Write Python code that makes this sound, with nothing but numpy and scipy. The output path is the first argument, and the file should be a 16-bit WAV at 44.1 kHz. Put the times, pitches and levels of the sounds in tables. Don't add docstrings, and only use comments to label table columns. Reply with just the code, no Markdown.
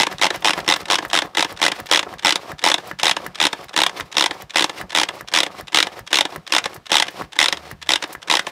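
import sys
import numpy as np
from scipy import signal
from scipy.fft import rfft, irfft
from scipy.io import wavfile

SR = 44100
rng = np.random.default_rng(int(sys.argv[2]) if len(sys.argv) > 2 else 0)


def bounce(signal):
    frames = np.transpose(np.atleast_2d(signal))
    limited = np.clip(frames, -1, 1)
    pcm = np.round(limited * 32767).astype(np.int16)
    wavfile.write(sys.argv[1], SR, pcm)


def amplitude_ratio(level_db):
    exponent = np.asarray(level_db, float) / 20
    return 10 ** exponent


N = 375519


def rms_one(x):
    return x / np.sqrt(np.mean(x ** 2) + 1e-20)


def coloured(x, points):
    hz, db = np.transpose(points)
    grid = np.arange(2049) * SR / 4096 + 1
    cepstrum = irfft(np.interp(np.log(grid), np.log(hz), db) * np.log(10) / 20)
    cepstrum[1:2048] *= 2
    cepstrum[2049:] = 0
    response = irfft(np.exp(rfft(cepstrum)))
    response = response / np.sqrt(np.sum(response ** 2))
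    return signal.fftconvolve(x, response)[:N]


def drift(rate_hz):
    r = np.exp(-2 * np.pi * rate_hz / SR)
    settle = 9000
    noise = rng.standard_normal(N + settle)
    return rms_one(signal.lfilter([1], [1, -2 * r, r * r], noise)[settle:])


def ring(clicks, hz, width_hz):
    r = np.exp(-np.pi * width_hz / SR)
    w = 2 * np.pi * hz / SR
    return signal.lfilter([0, np.sin(w)], [1, -2 * r * np.cos(w), r * r], clicks + 1e-18)


def spikes(seconds, sizes):
    samples = np.clip(np.ravel(seconds) * SR, 0, N - 1).astype(int)
    return np.bincount(samples, np.ravel(sizes), N)


def swell(clicks, rise_s, fall_s):
    up, down = np.exp(-1 / (rise_s * SR)), np.exp(-1 / (fall_s * SR))
    return signal.lfilter([1 - up], np.convolve([1, -up], [1, -down]), clicks + 1e-18)


def hiss_ticks(seconds, db, low_hz, fall_s):
    noise = signal.lfilter(*signal.butter(2, low_hz, "high", fs=SR), rng.standard_normal(N))
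    return swell(spikes(seconds, amplitude_ratio(db)), .0008, fall_s) * noise


# (f/Hz, level/dB)
HOUSING_MODES = [(310, -10.5), (530, -12.5), (680, -11), (870, -3), (1020, -6), (1310, -11.5),
                 (1650, -28.5), (2000, 1.5), (2400, -14.5), (2900, -14), (3300, -1), (3650, 6), (3950, 2.5),
                 (5300, 3), (6900, -25.5)]
# (f/Hz, level/dB per Hz)
SNAP_TONE = [(200, -38), (400, -14.5), (1000, -3), (3500, 0.5), (4400, -9.5), (5500, -7), (9500, -17.5),
             (13000, -33.5), (16000, -36.5)]


def strikes(seconds, db, dull_db, chatter_s, ring_db, snap_db, snap_s, crack_db, uneven_db, loss, count=7):
    rows, out = len(seconds), 0
    phase = rng.random((rows, count))
    shape = np.sin(np.pi * phase ** 0.87)
    shape = shape / np.linalg.norm(shape, axis=1, keepdims=True)
    for hz, mode_db in HOUSING_MODES:
        lowness = np.clip(np.log2(2000 / hz), -1, 1)
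        bounces = seconds[:, None] + chatter_s * phase * (1 + 0.31 * lowness)
        uneven = uneven_db * rng.uniform(-1.32, 1, rows)
        strength = amplitude_ratio(db + mode_db + ring_db + .5 * lowness * dull_db + uneven)
        force = strength[:, None] * shape * rng.choice([-1, 1], (rows, count))
        out = out + ring(spikes(bounces, force), hz, 35 + loss * hz)

    size = amplitude_ratio(db + snap_db - 0.43 * dull_db)
    bright = spikes(seconds, size)
    rattle = amplitude_ratio(-19) * swell(bright, 0.0022, 3.65 * snap_s)
    envelope = swell(bright, 0.0013, snap_s) + rattle
    slide = amplitude_ratio(-13) * swell(spikes(seconds - .005, size), 0.008, 0.0029)
    snap = coloured((envelope + slide) * rng.standard_normal(N), SNAP_TONE)
    crack = spikes(seconds + .0005, size * amplitude_ratio(crack_db + uneven_db * rng.uniform(-1, 1, rows)))
    out = out + snap + ring(ring(crack, 7100, 2400), 9800, 2600)
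    no_bass = signal.butter(2, 200, "high", fs=SR, output="sos")
    return signal.sosfilt(no_bass, out)


# (first tooth t/s, first gap/ms, travel to rest/teeth, teeth heard/count)
REWINDS = [(0.0, 8.69, 3.26, 4), (0.2138, 9.18, 6.56, 6), (0.4457, 8.62, 7.16, 7), (0.6779, 10.33, 5.96, 6),
           (0.9006, 9.79, 6.92, 6), (1.1313, 9.74, 5.86, 6), (1.3702, 11.0, 4.32, 5),
           (1.6157, 11.05, 5.86, 6), (1.9128, 10.67, 6.52, 7), (2.2474, 10.57, 6.84, 7),
           (2.6395, 10.96, 7.2, 8), (3.0317, 11.46, 7.22, 7), (3.4009, 12.16, 7.26, 6),
           (3.763, 12.52, 6.14, 7), (4.1682, 13.06, 7.06, 7), (4.558, 11.56, 6.7, 7),
           (4.9488, 11.66, 6.8, 7), (5.3375, 11.29, 6.06, 7), (5.7452, 12.82, 5.3, 6),
           (6.1293, 12.92, 5.5, 6), (6.5224, 12.94, 4.82, 5), (6.9172, 11.92, 7.44, 8),
           (7.3886, 12.24, 6.28, 7), (7.8904, 13.77, 4.48, 5), (8.2991, 12.41, 6.42, 7)]
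SLOWING = 2


def tooth_times():
    share = np.linspace(0, 1, num=400)
    turned = share - share ** (SLOWING + 1) / (SLOWING + 1)
    seconds, numbers = [], []
    for start, gap_ms, travel, teeth in REWINDS:
        span = travel / turned[-1]
        k = np.arange(round(teeth))
        seconds.append(start + gap_ms / 1000 * span * np.interp(k / span, turned, share))
        numbers.append(k)
    return np.concatenate(seconds), np.concatenate(numbers)


LATE_TEETH = [
    2.3564,
    7.5253,
]
# (t/s, tooth level/dB, dullness/dB)
GRIP = [(0, 0, 3), (.7, 0, 3), (1.4, -.5, 2), (1.9, 0, -1), (2.6, 0, 0), (3.4, 0, -1), (4.2, 0, 0),
        (5, 0, -2), (5.7, 0, -4), (6.2, 1, -4), (6.9, 0, -2), (7.4, 0, -4), (7.9, 0, -1), (8.4, 0, -1)]
FIRST_TOOTH_DB, TOOTH_DB, TOOTH_SCATTER_DB = -5, -6.3, .8


def ratchet():
    s, k = tooth_times()
    s = np.append(s, LATE_TEETH)
    k = np.append(k, np.ones(len(LATE_TEETH)))
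    at, grip_db, dull_db = np.transpose(GRIP)
    db = np.where(k == 0, FIRST_TOOTH_DB, TOOTH_DB) + np.interp(s, at, grip_db)
    db = db + TOOTH_SCATTER_DB * rng.standard_normal(len(s))
    return strikes(s, db, np.interp(s, at, dull_db), chatter_s=.003, ring_db=-5.5, snap_db=-4,
                   snap_s=0.0026, crack_db=-5, uneven_db=4, loss=.07)


# (clutch bites t/s, bite level/dB, full-effort churn level/dB, lull after the stop level/dB)
PULLS = [(0.0667, -9.5, -26, -44), (0.3032, -9, -29.5, -42), (0.5325, -10.5, -27.5, -40),
         (0.7603, -12.5, -30.5, -44), (0.9844, -9, -31, -45), (1.2191, -11, -31.5, -50),
         (1.4456, -11, -32.5, -47), (1.7164, -9, -32, -47), (2.0282, -16.5, -35, -55),
         (2.3564, -20, -32, -54), (2.7804, -16.5, -33.5, -62), (3.1655, -11, -32.5, -52),
         (3.5288, -10.5, -33.5, -56), (3.8937, -19.5, -28, -51), (4.3087, -13.5, -34.5, -62),
         (4.6943, -14.5, -30, -55), (5.0865, -12, -34.5, -63), (5.463, -16.5, -35.5, -58),
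         (5.8685, -15, -35.5, -60), (6.2517, -11.5, -33, -56), (6.6561, -9, -37.5, -66),
         (7.0814, -16, -30.5, -62), (7.5253, -20, -34.5, -68), (8.0378, -13.5, -41, -52),
         (8.4669, -13, -30, -47)]
BITE_CHURN_DB, SAG_CHURN_DB, SAG_SHARE = -39, -40, .3
PEAK_LEAD_S, COAST_S, COAST_DROP_DB = .008, .035, 14
LULL_LEAD_S, SLACK_CHURN_DB = .015, -47


def effort_db():
    bite, _, full_db, lull_db = np.transpose(PULLS)
    peak = np.transpose(STOPS)[0] - PEAK_LEAD_S
    free, _, slack, _ = np.transpose(LETTING_GO + [(N / SR + 1,) * 4])
    stalled = peak + COAST_S
    same = np.ones(len(bite))
    s = [bite, bite + SAG_SHARE * (peak - bite), peak, stalled,
         np.maximum(free - LULL_LEAD_S, stalled + .002), slack]
    db = [BITE_CHURN_DB * same, SAG_CHURN_DB * same, full_db, np.maximum(full_db - COAST_DROP_DB, lull_db),
          lull_db, np.maximum(SLACK_CHURN_DB, lull_db)]
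    return np.interp(np.arange(N) / SR, np.transpose(s).ravel(), np.transpose(db).ravel())


# (f/Hz, level/dB per Hz)
PASTE_TONE = [(35, -53), (60, -12.5), (732, 1), (1440, -8), (2050, -10), (2900, -16), (5460, -21),
              (6280, -27), (16000, -38.5)]
# (f/Hz, width/Hz, level/dB)
BOWL_MODES = [(335, 180, -4.5), (502, 240, 0), (770, 68, -8), (1240, 250, 11.5), (1810, 320, -12.5)]


def churn(per_s=900, bright_db=0.2748):
    level_db = effort_db()
    lumpy_db, patchy_db, smear, boxy = 4.0, 3, .35, .9
    born = rng.random(N) < per_s / SR
    grains = born * amplitude_ratio(lumpy_db * np.minimum(rng.exponential(1, N), 4)) * rng.choice([-1, 1], N)
    grains = rms_one(grains)

    wet = (grains + smear * rng.standard_normal(N)) * amplitude_ratio(patchy_db * drift(42))
    wet = coloured(wet, PASTE_TONE)
    body = sum(amplitude_ratio(mode_db) * ring(wet, hz, width_hz) for hz, width_hz, mode_db in BOWL_MODES)
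    low = rms_one(signal.lfilter(*signal.butter(2, 2200, fs=SR), wet) + boxy * rms_one(body))

    spray = rng.standard_normal(N) * amplitude_ratio(patchy_db * drift(25)) + .5 * grains
    high = signal.lfilter(*signal.butter(2, 2200, "high", fs=SR), coloured(spray, PASTE_TONE))
    return amplitude_ratio(level_db) * (low + high * amplitude_ratio(bright_db * (level_db + 45)))


# (f/Hz, level/dB per Hz)
AIR_TONE = [(18, -34), (60, -2), (170, -2), (1700, -4.5), (2600, -7), (4200, -11.5), (10000, -23.5),
            (16000, -27)]
AIR_DB = -58
# (start t/s, end t/s, f/Hz, level/dB)
DRONE = (7.5, 7.99, 76, -54)


def background():
    start, end, hz, db = DRONE
    t = np.arange(N) / SR
    on = np.clip((t - start) / .03, 0, 1) * np.clip((end - t) / .02, 0, 1)
    drone = np.sin(2 * np.pi * hz * t) + .5 * np.sin(4 * np.pi * hz * t)
    air = coloured(rng.standard_normal(N), AIR_TONE)
    return amplitude_ratio(AIR_DB) * air + amplitude_ratio(db + 3) * on * drone


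# (clutch frees t/s, level/dB, slack taken up t/s, level/dB)
LETTING_GO = [(0.1825, -30, 0.1941, -24), (0.405, -56, 0.4219, -23), (0.6441, -35, 0.6618, -24),
              (0.8553, -27.5, 0.8827, -18), (1.0991, -27.5, 1.1111, -22.5), (1.33, -56, 1.3489, -16),
              (1.5724, -31, 1.5975, -24), (1.8663, -29.5, 1.8959, -23), (2.192, -30, 2.2312, -24),
              (2.5912, -30.5, 2.6245, -24), (2.9967, -20.5, 3.0131, -25), (3.3547, -27, 3.385, -27),
              (3.6921, -32, 3.7393, -24), (4.1244, -27.5, 4.1509, -24), (4.5048, -29, 4.5439, -24),
              (4.9034, -28.5, 4.927, -21.5), (5.2836, -28, 5.3233, -23), (5.68, -30, 5.7286, -22),
              (6.0738, -29, 6.1131, -22), (6.4744, -27.5, 6.5034, -27), (6.8654, -30, 6.9024, -20),
              (7.33, -30, 7.3636, -22.5), (7.8248, -27, 7.8694, -30), (8.2266, -30, 8.2815, -20.5)]
# (t/s, level/dB, dullness/dB)
STRAYS = [(0.1123, -29, 18), (0.3419, -19.5, 20), (0.5753, -20, 23), (0.6019, -24, 3), (0.8293, -31, 11),
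          (1.0237, -21, 20), (1.4932, -29, 15), (1.7786, -36, 8), (2.0892, -31, 16), (3.217, -36, 2),
          (3.9636, -30, 5), (4.0059, -16, 6), (6.3221, -34, 1), (6.6403, -19, -4), (6.7302, -31.5, 4),
          (7.0539, -33, 0), (7.0669, -25, 2), (7.57, -23.5, 1), (8.0167, -36, -1), (8.0238, -15, 2.5),
          (8.105, -37, 0), (8.12, -31, 9), (8.1301, -36, -6)]
BITE_DULL_DB = 8
FREE_DULL_DB, FREE_LEAD_S, FREE_LEAD_DB = -10, .009, -7
SLACK_DULL_DB, SLACK_LEAD_S, SLACK_LEAD_DB = 7, .008, -4
DOUBLE_FROM_S = 1.5


def contacts():
    rows = STRAYS + [(s, db, BITE_DULL_DB) for s, db, *_ in PULLS]
    for free_s, free_db, slack_s, slack_db in LETTING_GO:
        rows += [(free_s, free_db, FREE_DULL_DB), (slack_s, slack_db, SLACK_DULL_DB)]
        if free_s > DOUBLE_FROM_S:
            rows += [(free_s - FREE_LEAD_S, free_db + FREE_LEAD_DB, FREE_DULL_DB),
                     (slack_s - SLACK_LEAD_S, slack_db + SLACK_LEAD_DB, SLACK_DULL_DB)]
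    return rows


# (f/Hz, width/Hz)
LID_MODES = [(1620, 66), (1740, 33)]


def lid(jerk):
    return sum(ring(jerk, hz, width_hz) for hz, width_hz in LID_MODES)


def knocks():
    s, db, dull_db = np.transpose(contacts())
    body = strikes(s, db, dull_db, chatter_s=0.0075, ring_db=-4.5, snap_db=-1,
                   snap_s=0.0023, crack_db=-28.5, uneven_db=1.5, loss=.12)
    return body + lid(spikes(s + 0.00205, amplitude_ratio(db - 14)))


# (t/s, lid ring level/dB, tick level/dB, bowl thud level/dB)
STOPS = [(0.1265, -20, -39.5, -31), (0.3592, -21, -34, -31.5), (0.5898, -14, -38, -32),
         (0.8134, -39, -42, -34), (1.0502, -14, -38, -33.5), (1.258, -26, -46.5, -46),
         (1.524, -31, -39.5, -35), (1.8006, -19, -35, -32), (2.1385, -22, -46, -33),
         (2.5174, -19, -39, -31.5), (2.9132, -14.5, -43, -32), (3.264, -15, -31.5, -30),
         (3.6423, -31, -42, -40), (3.999, -14, -34, -25), (4.4209, -29, -36, -35), (4.813, -16, -35, -29),
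         (5.2091, -20, -36, -34), (5.6091, -24, -37, -33), (5.9918, -23, -40, -32),
         (6.3602, -19.5, -35, -28), (6.763, -27.5, -40.5, -36), (7.22, -19.5, -45, -30),
         (7.7134, -21.5, -37, -29.5), (8.151, -18, -44, -38), (8.486, -55, -60, -55)]
THUD_LAG_S = .007


def cord_stops():
    s, ring_db, tick_db, _ = np.transpose(STOPS)
    jerk = spikes(s[:, None] + [0, .0012, .003], amplitude_ratio(ring_db - 7)[:, None] * [1, -.8, .6])
    knock = ring(jerk, 1200, 450) * amplitude_ratio(2.5)
    return lid(jerk) + knock + hiss_ticks(s, tick_db + 10, 3500, 0.0019)


def thuds():
    stop, _, _, db = np.transpose(STOPS)
    s = stop + THUD_LAG_S
    rumble = rms_one(ring(rng.standard_normal(N), 160, 66))
    rustle = swell(spikes(s, amplitude_ratio(db - 6)), 0.0052, 0.022) * rumble
    push = swell(spikes(s + 0.0089, amplitude_ratio(db - 31)), 0.00029, 0.00072)
    return rustle + ring(push, 130, 45) + amplitude_ratio(-2.5) * ring(push, 56, 55)


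# (t/s, level/dB)
SPATTER = [
    (0.4045, -36),
    (0.7632, -27),
    (1.0804, -32),
    (1.8592, -31),
    (2.8724, -29),
    (5.1527, -36),
    (6.742, -26),
    (7.1062, -34),
    (8.0755, -37),
    (8.1264, -20.5),
]


def spatter():
    s, db = np.transpose(SPATTER)
    return hiss_ticks(s, db - 7, 4700, 0.0078)


KITCHEN_T60_S, WALL_CUT_HZ, KITCHEN_DB = 0.15, 4100, -19


def kitchen(x):
    out, dull = np.zeros(N), np.exp(-2 * np.pi * WALL_CUT_HZ / SR)
    lags = (rng.uniform(.005, .022, 8) * SR).astype(int)
    for k, lag in enumerate(lags):
        loop, state = x.copy(), [0.]
        gain = amplitude_ratio(-60 * lag / SR / KITCHEN_T60_S)
        for i in range(lag, N, lag):
            back, state = signal.lfilter([gain * (1 - dull)], [1, -dull], loop[i - lag:i], zi=state)
            loop[i:i + lag] += back[:N - i]
        out += (loop - x) * (-1) ** k
    return out


TABLE_DIP_HZ, TABLE_DIP_WIDTH_HZ, TABLE_DIP_SHARE = 243, 55, .55


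def scene():
    chopper = ratchet() + churn() + knocks() + cord_stops() + spatter()
    band = signal.lfilter(*signal.iirpeak(TABLE_DIP_HZ, TABLE_DIP_HZ / TABLE_DIP_WIDTH_HZ, SR), chopper)
    chopper = chopper - TABLE_DIP_SHARE * band + thuds()
    return (chopper + amplitude_ratio(KITCHEN_DB) * kitchen(chopper) + background())[None]


def top_cut(x):
    return signal.sosfilt(signal.butter(12, 16830, fs=SR, output="sos"), x)


def record(dry):
    held = 1.143 * np.tanh(dry / 1.115)
    lean = signal.sosfilt(signal.butter(4, 46, "high", fs=SR, output="sos"), held)
    cut = signal.sosfilt(signal.cheby2(10, 24, 15900, fs=SR, output="sos"), lean)
    mix = np.clip(cut, -1, 1)
    return top_cut(mix)


dry = scene()
out = record(dry)
bounce(out)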